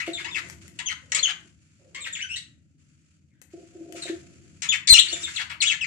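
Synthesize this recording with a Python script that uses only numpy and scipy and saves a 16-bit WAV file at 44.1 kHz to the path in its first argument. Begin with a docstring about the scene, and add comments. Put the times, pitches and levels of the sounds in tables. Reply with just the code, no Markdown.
"""Budgerigars chatter in a wire cage in a bare room, one near on the left, others further off.
They open with dry rasps, squeaks and whistles that fall and break up, each a buzz of the syrinx shaped
by windpipe and beak, while feathers rustle, wires tick and the hollow nest box takes a double bump.
After a lull and a distant mutter, more bumps and scuffs set the box ringing. Near five seconds one
shriek overloads the microphone; a warble and a last chirp follow. The room rumbles low throughout."""
import sys
import numpy as np
from scipy import signal
from scipy.fft import rfft, irfft
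from scipy.io import wavfile

SR = 44100
rng = np.random.default_rng(int(sys.argv[2]) if len(sys.argv) > 2 else 0)


def store_wav(level_fs):
    """Save 16-bit WAV to argv[1]."""
    pcm = np.round(np.clip(np.atleast_2d(level_fs), -1, 1) * 32767)
    wavfile.write(sys.argv[1], SR, pcm.T.astype(np.int16))


N = 258426
TIME = np.arange(N) / SR
CUTOFF_HZ = 14900


def syllable(contour, breath_db, air_db, attack_s=0.0012, release_s=0.0035, harmonics=14):
    """The syrinx buzzes at one pitch; as it turns rough, its cycles scatter in length and strength."""
    # The two pass bands of windpipe and beak. Each row: frequency in Hz, gain in dB.
    lower_band = [(500, -30.5), (900, -16), (1400, -17), (2200, 3.5), (3000, 1), (4200, -3.5), (5000, -4),
                  (6200, -65)]
    upper_band = [(4200, -31), (5200, -13), (7000, 8.5), (8300, -12), (9200, -14), (10000, -56.5),
                  (15000, -55.5)]
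    # Thin air noise from the beak of a rough voice. Each row: frequency in Hz, noise density in dB.
    beak_air = [(7000, -21.5), (9000, -0.5), (10300, -9), (12000, -8), (14500, -15)]
    jitter, waver, shimmer, doubling, tilt = 0.19, 0.13, 0.75, 0.6, 0.49
    start, end = max(contour[0][0], 0), contour[-1][0]
    span = np.arange(int(start * SR), min(int((end + 5 * release_s) * SR), N))
    t = span / SR
    pitch, level_db, upper_db, rough = in_time(contour, t)
    rough = np.clip(rough, 0, 1) + 0.0037
    scatter = rough * (jitter * wobble(len(t), 425) + waver * wobble(len(t), 130))
    phase = 2 * np.pi * np.cumsum(pitch * (1 + scatter)) / SR
    orders = np.arange(1, 2 * harmonics + 1)[:, None] / 2
    partial_hz = orders * pitch
    partials = np.cos(orders * phase) * (partial_hz < CUTOFF_HZ)
    # Strong and weak cycles alternate in a rough voice, adding partials between the harmonics.
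    source = np.where(orders % 1 > 0, doubling * rough, 1) / np.sqrt(np.maximum(orders, 1))
    # The wider the beak opens, the stronger the upper band and the brighter the lower one.
    opening_db = tilt * upper_db * np.log2(partial_hz / pitch)
    air = rng.standard_normal(len(t)) * (1 + np.cos(phase))   # one puff a cycle
    voice = from_db(air_db) * rough * coloured(air, beak_air)
    beak_top = signal.butter(7, 8800, fs=SR, output="sos")   # little gets past the top resonance
    for band, band_db, slope_db in ((lower_band, 0, opening_db), (upper_band, upper_db, 0)):
        weights = source * from_db(at_hz(band, partial_hz) + slope_db)
        tone = (weights * partials).sum(0) / np.sqrt((weights ** 2).sum(0) / 2)
        breath = from_db(breath_db) * rough * coloured(air, band)
        voice += from_db(band_db) * signal.sosfilt(beak_top, tone + breath)
    flutter = rms_one(np.exp(shimmer * np.sqrt(rough) * np.tanh(wobble(len(t), 400))))
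    return span, voice * flutter * gate(t, start, end, attack_s, release_s) * from_db(level_db)


def bird(contours, breath_db, air_db, low_cut_hz):
    """Syllables in a row; so small a beak radiates no bass."""
    voice = np.zeros(N)
    for contour in contours:
        span, sound = syllable(contour, breath_db, air_db)
        voice[span] += sound
    return signal.sosfilt(signal.butter(4, low_cut_hz, "high", fs=SR, output="sos"), voice)


def long_calls():
    """The near bird's piercing shriek and its softer, tumbling warble."""
    # Voice contours. Each row: time in seconds, pitch in Hz, relative level in dB,
    # upper band against lower in dB, roughness from 0 to 1.
    shriek = [(4.872, 4953, -21, 2, 0.31), (4.881, 3615, -18, -3.5, 0.31), (4.886, 4480, -16, -6.5, 0.15),
              (4.897, 4390, -11.5, 0, 0.22), (4.902, 4162, -3.5, -10.5, 0), (4.929, 4067, -4.5, -6, 0.05),
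              (4.939, 2764, -18, 3, 0.32), (4.954, 2843, -8.5, -13.5, 0.01), (4.973, 2670, -21, 1, 0.6),
              (4.984, 3000, -7, -22, 0), (4.996, 3865, -7.5, -3, 0.08), (5.008, 3800, -40, -31, 0.42)]
    warble = [(5.603, 4510, -24, -24, 0.033), (5.613, 4016, -19.5, -13, 0.05),
              (5.625, 2316, -17.5, 1.5, 0.33), (5.647, 2605, -26.5, -11.5, 0.34),
              (5.678, 3594, -19, -6, 0.23), (5.7, 2822, -18.5, -18.5, 0.18),
              (5.724, 2110, -24.5, -4.5, 0.38), (5.748, 1627, -34.5, -22, 0.22)]
    return [shriek, warble]


def chatter(who):
    """Voice contours for the short calls from "near" or "far"."""
    # Breaking whistles. Each row: start and whistle length in seconds, start and held pitch in Hz,
    # first and last whistle level in dB, upper band against lower in dB, break length in seconds,
    # break level in dB, end pitch in Hz, end level in dB, bird. 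All levels are relative.
    chirps = [(0.132, 0.038, 4230, 3536, -25.5, -33.5, -6, 0.04, -33, 1450, -30.5, "far"),
              (0.31, 0.032, 3870, 3500, -36, -38, -15, 0.053, -24, 1895, -30.5, "near"),
              (0.858, 0.026, 3547, 3135, -34, -20.5, 3, 0.043, -30.5, 1672, -31.5, "near"),
              (1.25, 0.007, 3114, 3070, -14.5, -9, -22, 0.052, -35.5, 1525, -26.5, "near"),
              (2.005, 0.036, 4330, 3680, -44.5, -31.5, 7.5, 0.033, -31.5, 1710, -28, "far"),
              (2.126, 0.024, 3930, 3426, -37, -32, 9.5, 0.02, -27.5, 1670, -33.5, "far"),
              (4.02, 0.039, 4410, 3760, -27, -42, -4.5, 0.032, -42.5, 1451, -32.5, "far"),
              (4.688, 0.026, 3388, 3554, -16.5, -23.5, -1.5, 0.047, -16.5, 2112, -30, "near"),
              (5.127, 0.02, 3710, 3480, -19.5, -35, 4, 0.02, -40, 1538, -32, "far"),
              (5.232, 0.024, 3870, 3576, -24.5, -26, -0.5, 0.037, -36.5, 1648, -32.5, "far"),
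              (5.36, 0.011, 4663, 3165, -26.5, -22.5, -8.5, 0.05, -30, 1608, -26.5, "near"),
              (5.808, 0.029, 3450, 2505, -25, -24.5, -15.5, 0.01, -26, 1670, -26.5, "near")]
    # Dry, low buzzes. Each row: start and length in seconds, pitch in Hz, level in dB,
    # upper band against lower in dB, roughness from 0 to 1, bird.
    rasps = [(0, 0.035, 1963, -24.5, -10.5, 0.52, "near"), (0.063, 0.0323, 1141, -29.5, -10, 0.79, "far"),
             (0.244, 0.046, 867, -28, -9, 0.22, "near"), (0.788, 0.031, 847, -27.5, -3, 0.33, "near"),
             (1.118, 0.016, 946, -21, 5, 0.49, "near"), (1.146, 0.048, 991, -21, 5, 0.55, "near"),
             (1.946, 0.057, 966, -31, -5, 0.31, "far"), (3.959, 0.04, 1090, -42.5, 4, 0.42, "far"),
             (4.619, 0.055, 884, -28, 4.5, 0.6, "near"), (5.496, 0.051, 927, -31, -9.5, 0.71, "near")]
    # Quick glides. Each row: start and length in seconds, first and last pitch in Hz, peak level in dB,
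    # upper band against lower in dB, roughness from 0 to 1, bird.
    squeaks = [(0.279, 0.011, 5200, 5080, -35, -37, 0.1, "far"),
               (1.187, 0.0093, 3800, 4375, -23.5, -38, 0, "near"),
               (1.227, 0.011, 3610, 3196, -19, 2, 0.04, "near"),
               (2.189, 0.027, 1484, 2860, -29, -16.5, 0.08, "far"),
               (2.219, 0.01, 3036, 2990, -25.5, -6, 0.07, "far"),
               (2.233, 0.016, 1658, 1490, -33.5, -29, 0, "far"),
               (2.29, 0.054, 2498, 2975, -29, -13.5, 0.12, "far"),
               (2.358, 0.012, 3944, 4030, -27.5, -3.5, 0.41, "far"),
               (5.06, 0.014, 3770, 1850, -30.5, -26, 0.33, "far"),
               (5.083, 0.0056, 4770, 4200, -24, -11, 0.04, "far"),
               (5.096, 0.0305, 2773, 3010, -31.5, -5, 0.29, "far"),
               (5.207, 0.025, 3390, 2470, -42, 7, 0.22, "far"),
               (5.342, 0.017, 1303, 1395, -39.5, -3, 0.2, "near")]
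    kinds = ((chirp, chirps), (rasp, rasps), (squeak, squeaks))
    return [shape(*row[:-1]) for shape, table in kinds for row in table if row[-1] == who]


def chirp(start, whistle_s, start_hz, held_hz, first_db, last_db, upper_db,
          break_s, break_db, end_hz, end_db):
    """A clean whistle scoops onto its pitch and sags, then drops by about an octave and turns rough."""
    scoop_s, sag_per_s, fall_s, roughen_s = 0.006, 0.3, 0.013, 0.03
    t = np.linspace(0, whistle_s + break_s, 60)
    since_break = np.maximum(t - whistle_s, 0)
    whistle_hz = (held_hz + (start_hz - held_hz) * np.exp(-t / scoop_s)) * (1 - sag_per_s * t)
    pitch = end_hz + (whistle_hz - end_hz) * np.exp(-since_break / fall_s)
    settled = whistle_s + 0.13 * break_s
    level = np.interp(t, [0, whistle_s, settled, t[-1]], [first_db, last_db, break_db, end_db])
    # The beak is narrow at the break, then opens a little.
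    upper = np.interp(t, [whistle_s / 2, settled, t[-1]], [upper_db, -16.5, -12.5])
    rough = 0.05 + 0.81 * (1 - np.exp(-since_break / roughen_s))
    return np.column_stack([start + t, pitch, level, upper, rough])


def rasp(start, length, hz, db, upper_db, rough):
    """A low buzz starts hard, then rises in pitch as it fades and the beak closes."""
    rise, fade_db, close_db = 0.29, 9.5, 18
    return [(start, hz, db, upper_db, rough),
            (start + length, hz * (1 + rise), db - fade_db, upper_db - close_db, rough)]


def squeak(start, length, from_hz, to_hz, db, upper_db, rough):
    """One straight glide that swells quickly, then only a little more."""
    return [(start + share * length, from_hz + share * (to_hz - from_hz), db + swell_db, upper_db, rough)
            for share, swell_db in ((0, -5), (0.47, 0), (1, 1.5))]


def muttering(upper_db, rough, count=10):
    """A distant bird's faint falling rasps, uneven in timing, pitch and strength."""
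    start_s, gap_s, length_s, hz, fall, level_db = 3.3, 0.025, 0.026, 2040, 0.2, -72.5
    chance = rng.standard_normal((count, 3)) * [0.2, 0.08, 2]
    return [squeak(start_s + (k + late) * gap_s, length_s, hz * (1 + sharp), hz * (1 + sharp - fall),
                   level_db + louder_db, upper_db, rough)
            for k, (late, sharp, louder_db) in enumerate(chance)]


def nest_box(swell_t60=0.043):
    """Soft bumps and spells of scuffing set the hollow wooden box ringing."""
    # The box's resonances. Each row: frequency in Hz, gain in dB, 60 dB decay time in seconds.
    modes = [(335, 2, 0.088), (358, 0, 0.085), (522, -10, 0.07), (593, -15.5, 0.026), (682, -7.5, 0.075),
             (1190, -25, 0.045), (1390, -29, 0.043)]
    # Knocks on the wood. Each row: time in seconds, relative level in dB, upper-mode boost in dB.
    bumps = [(0.075, -24.5, 9.5), (0.087, -24.5, -6), (3.535, -31.5, -3), (3.809, -34.5, -12),
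             (3.895, -31.5, 1), (3.944, -42.5, 18.5), (3.97, -33, -11), (4.052, -32.5, 11),
             (4.096, -18.5, -8), (4.126, -27.5, -24), (5.126, -36, 13.5)]
    # Rubbing on the wood. Each row: start and length in seconds, relative level in dB.
    scuffs = [(0.2, 0.26, -52), (0.48, 0.32, -59), (1.3, 0.16, -60.5), (1.8, 0.22, -65.5),
              (3.55, 0.073, -43), (3.72, 0.4, -44.5), (4.2, 0.34, -57), (5.0, 0.25, -54)]
    times, bump_db, upper_db = np.transpose(bumps)
    friction = rng.standard_normal(N) * from_db(3.5 * wobble(N, 30))
    knocks, rubbed = 0, 0
    for hz, mode_db, t60 in modes:
        blow_db = bump_db + mode_db + upper_db * (hz > 450) + rng.normal(0, 1, len(times))
        blows = np.zeros(N)
        blows[(times * SR).astype(int)] = from_db(blow_db)
        # The air in the box takes a few cycles to swell: subtracting a second ring softens the onset.
        knocks += ring(blows, hz, t60) - ring(blows, hz, swell_t60)
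        rubbed += from_db(mode_db) * (ring(friction, hz, t60) - ring(friction, hz, swell_t60))
    return from_db(2.5) * knocks + from_db(-4) * spells(scuffs) * rms_one(rubbed)


def wire_ticks(decay_s):
    """Claws and wires meet in hard little contacts, each a very short crack."""
    # The contacts. Each row: time in seconds, relative level in dB.
    ticks = [(0.487, -47), (0.499, -36.5), (0.508, -46), (0.68, -44.5), (3.416, -43), (3.422, -49.5),
             (3.924, -39)]
    # Their bright colour. Each row: frequency in Hz, noise density in dB.
    tick_colour = [(150, -36), (500, 2), (1200, -7), (2000, 6), (4000, -11), (7500, 4), (10000, -6.5),
                   (13000, -10), (15000, -30)]
    clicks = np.zeros(N)
    for start, db in ticks:
        clicks[int(start * SR)] = from_db(db)
    envelope = signal.lfilter([1], [1, -np.exp(-1 / (decay_s * SR))], clicks + 1e-18)
    return 1.9 * envelope * coloured(rng.standard_normal(N), tick_colour)


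def feathers(hiss_db):
    """Feathers rustle in flickering spells over a faint hiss of the same colour."""
    # The papery colour of feathers. Each row: frequency in Hz, noise density in dB.
    feather_colour = [(590, -36.5), (1000, -12.5), (1110, -15.5), (1320, -2.5), (1800, -5.5), (2570, -1),
                      (3900, -11), (4610, -5), (5130, -8.5), (7330, 0), (8370, -12), (10900, -17),
                      (18400, -120)]
    # Spells of rustling. Each row: start and length in seconds, relative level in dB.
    rustles = [(0, 0.53, -53), (0.608, 0.033, -52.5), (0.75, 0.74, -63), (1.6, 0.9, -70),
               (2.78, 0.35, -72.5), (3.5, 1.157, -62.5), (3.95, 0.13, -44), (5.03, 0.33, -42)]
    noise = panned(stereo_noise(feather_colour, side_db=0.5), left_db=1.6)
    flicker = from_db(-0.5 + 1.7 * wobble(N, 50))
    return noise * (spells(rustles) + from_db(hiss_db)) * flicker


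def hollow_hum(hz):
    """A faint hollow hum comes and goes: noise through one narrow resonance."""
    # Spells of hum. Each row: start and length in seconds, relative level in dB.
    hums = [(1.02, 0.16, -67), (1.13, 0.093, -59.5), (1.79, 0.29, -65)]
    return from_db(1) * spells(hums) * rms_one(ring(rng.standard_normal(N), hz, t60=0.067))


def room_rumble(gain_db):
    """The room's low rumble, slowly rising and sinking."""
    # Its dark colour. Each row: frequency in Hz, noise density in dB.
    rumble_colour = [(25, -30), (52, -25.5), (78, 3), (120, -4.5), (160, 0), (220, -9.5), (300, -9.5),
                     (420, -30), (600, -29.5), (900, -51.5), (2000, -73)]
    # Its slow drift. Each row: time in seconds, relative level in dB.
    drift = [(0.0, -57.5), (0.28, -55), (0.45, -52.5), (1.8, -63), (2.14, -57.5), (3.13, -65), (4.34, -55),
             (5.86, -57)]
    noise = panned(stereo_noise(rumble_colour, side_db=-7), left_db=2)
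    return noise * from_db(in_time(drift)[0] + gain_db)


def room_tail(build_s):
    """Diffuse echoes build up, then die away band by band."""
    # The bare room's decay. Each row: frequency in Hz, 60 dB decay time in seconds.
    room_t60 = [(300, 0.31), (1000, 0.4), (2600, 0.29), (7000, 0.24), (14000, 0.27)]
    t, tail = TIME[:SR // 2], 0
    edges = np.geomspace(150, 16000, 8)
    for low, high in zip(edges, edges[1:]):
        band_pass = signal.butter(2, [low, high], "band", fs=SR, output="sos")
        band = signal.sosfilt(band_pass, rng.standard_normal((2, len(t))))
        tail += band * np.exp(-np.log(1000) * t / at_hz(room_t60, np.sqrt(low * high)))
    return rms_one(tail * (1 - np.exp(-t / build_s))) / np.sqrt(len(t))


def in_room(x, left_db, lag_s, early_db, tail_db, tail_left_db, echoes=10):
    """Direct sound, a few echoes from the corner behind the cage, and the room's tail."""
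    tail = panned(room_tail(build_s=0.0061), tail_left_db) * from_db(tail_db)
    near_paths = np.zeros_like(tail)
    near_paths[0, int(lag_s * SR)] = near_paths[1, 0] = 1
    for side in near_paths:
        delays = (rng.uniform(0.0012, 0.016, echoes) * SR).astype(int)
        side[delays] += from_db(early_db) * rng.choice([-1, 1], echoes) / np.sqrt(echoes)
    return signal.fftconvolve(x[None], tail + panned(near_paths, left_db), axes=1)[:, :N]


def gate(t, start, end, attack_s, release_s):
    """An envelope that swells, holds and dies away."""
    attack = 1 - np.exp(-np.maximum(t - start, 0) / attack_s)
    return attack * np.exp(-np.maximum(t - end, 0) / release_s)


def spells(rows):
    """The summed gain of soft-edged spells of sound."""
    return sum(from_db(db) * gate(TIME, start, start + length, attack_s=0.0083, release_s=0.056)
               for start, length, db in rows)


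def ring(x, hz, t60):
    """A resonance: a unit click sets a sine of height 1 ringing."""
    r, w = np.exp(-np.log(1000) / (t60 * SR)), 2 * np.pi * hz / SR
    return signal.lfilter([0, np.sin(w)], [1, -2 * r * np.cos(w), r * r], x + 1e-18)


def wobble(size, hz):
    """Random motion up to a given rate, at unit rms."""
    low_pass = signal.butter(2, hz, fs=SR, output="sos")
    return rms_one(signal.sosfilt(low_pass, rng.standard_normal(size + SR // 10))[-size:])


def stereo_noise(spectrum, side_db):
    """Coloured noise, partly alike in both channels."""
    mid, side = rng.standard_normal((2, N))
    return coloured(mid + from_db(side_db) * side * np.array([[1], [-1]]), spectrum)


def coloured(x, spectrum):
    """A signal shaped by a spectrum, at unit rms."""
    size = x.shape[-1]
    gains = from_db(at_hz(spectrum, np.fft.rfftfreq(size, 1 / SR)))
    return rms_one(irfft(rfft(x) * gains, size))


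def panned(x, left_db):
    """Left over right by some dB at unchanged power."""
    return rms_one(from_db([[left_db / 2], [-left_db / 2]])) * x


def in_time(rows, t=TIME):
    """The columns of a contour, joined by straight lines."""
    times, *columns = np.transpose(rows)
    return [np.interp(t, np.sort(times), column) for column in columns]


def at_hz(points, hz):
    """A curve read on a log-frequency axis."""
    freqs, values = np.transpose(points)
    return np.interp(np.log(np.maximum(hz, 1)), np.log(freqs), values)


def from_db(db):
    return 10 ** (np.asarray(db) / 20)


def rms_one(x):
    return x / np.sqrt(np.mean(x ** 2) + 1e-20)


def scene():
    """Birds, box and wires echo in the room, over feather rustle and a low rumble."""
    near_calls = chatter("near") + long_calls()
    near = from_db(-3.5) * bird(near_calls, breath_db=-11.5, air_db=-23, low_cut_hz=913)
    far_calls = chatter("far") + muttering(upper_db=-23, rough=0.44)
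    far = from_db(-6.5) * bird(far_calls, breath_db=-16, air_db=-20, low_cut_hz=1120)
    birds = in_room(near, left_db=8.5, lag_s=0.0004, early_db=-1.5, tail_db=-5.5, tail_left_db=8)
    birds += in_room(far, left_db=6.5, lag_s=0.0001, early_db=-1.5, tail_db=-2.5, tail_left_db=3.5)
    hollow = hollow_hum(hz=533) + nest_box()
    box = in_room(hollow, left_db=-0.5, lag_s=0.00007, early_db=-22, tail_db=-9.5, tail_left_db=2)
    ticks = wire_ticks(decay_s=0.002)
    wires = in_room(ticks, left_db=12.5, lag_s=0.0002, early_db=-9.5, tail_db=-5.5, tail_left_db=17)
    return birds + box + wires + feathers(hiss_db=-78.5) + room_rumble(gain_db=2)


def record(dry):
    """The microphone overloads: the loudest peaks flatten at full scale, and the top treble is cut."""
    clipped = dry / (1 + dry ** 8) ** (1 / 8)
    return signal.sosfilt(signal.ellip(10, 0.1, 80, CUTOFF_HZ, fs=SR, output="sos"), clipped)


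dry = scene()
out = record(dry)
store_wav(out)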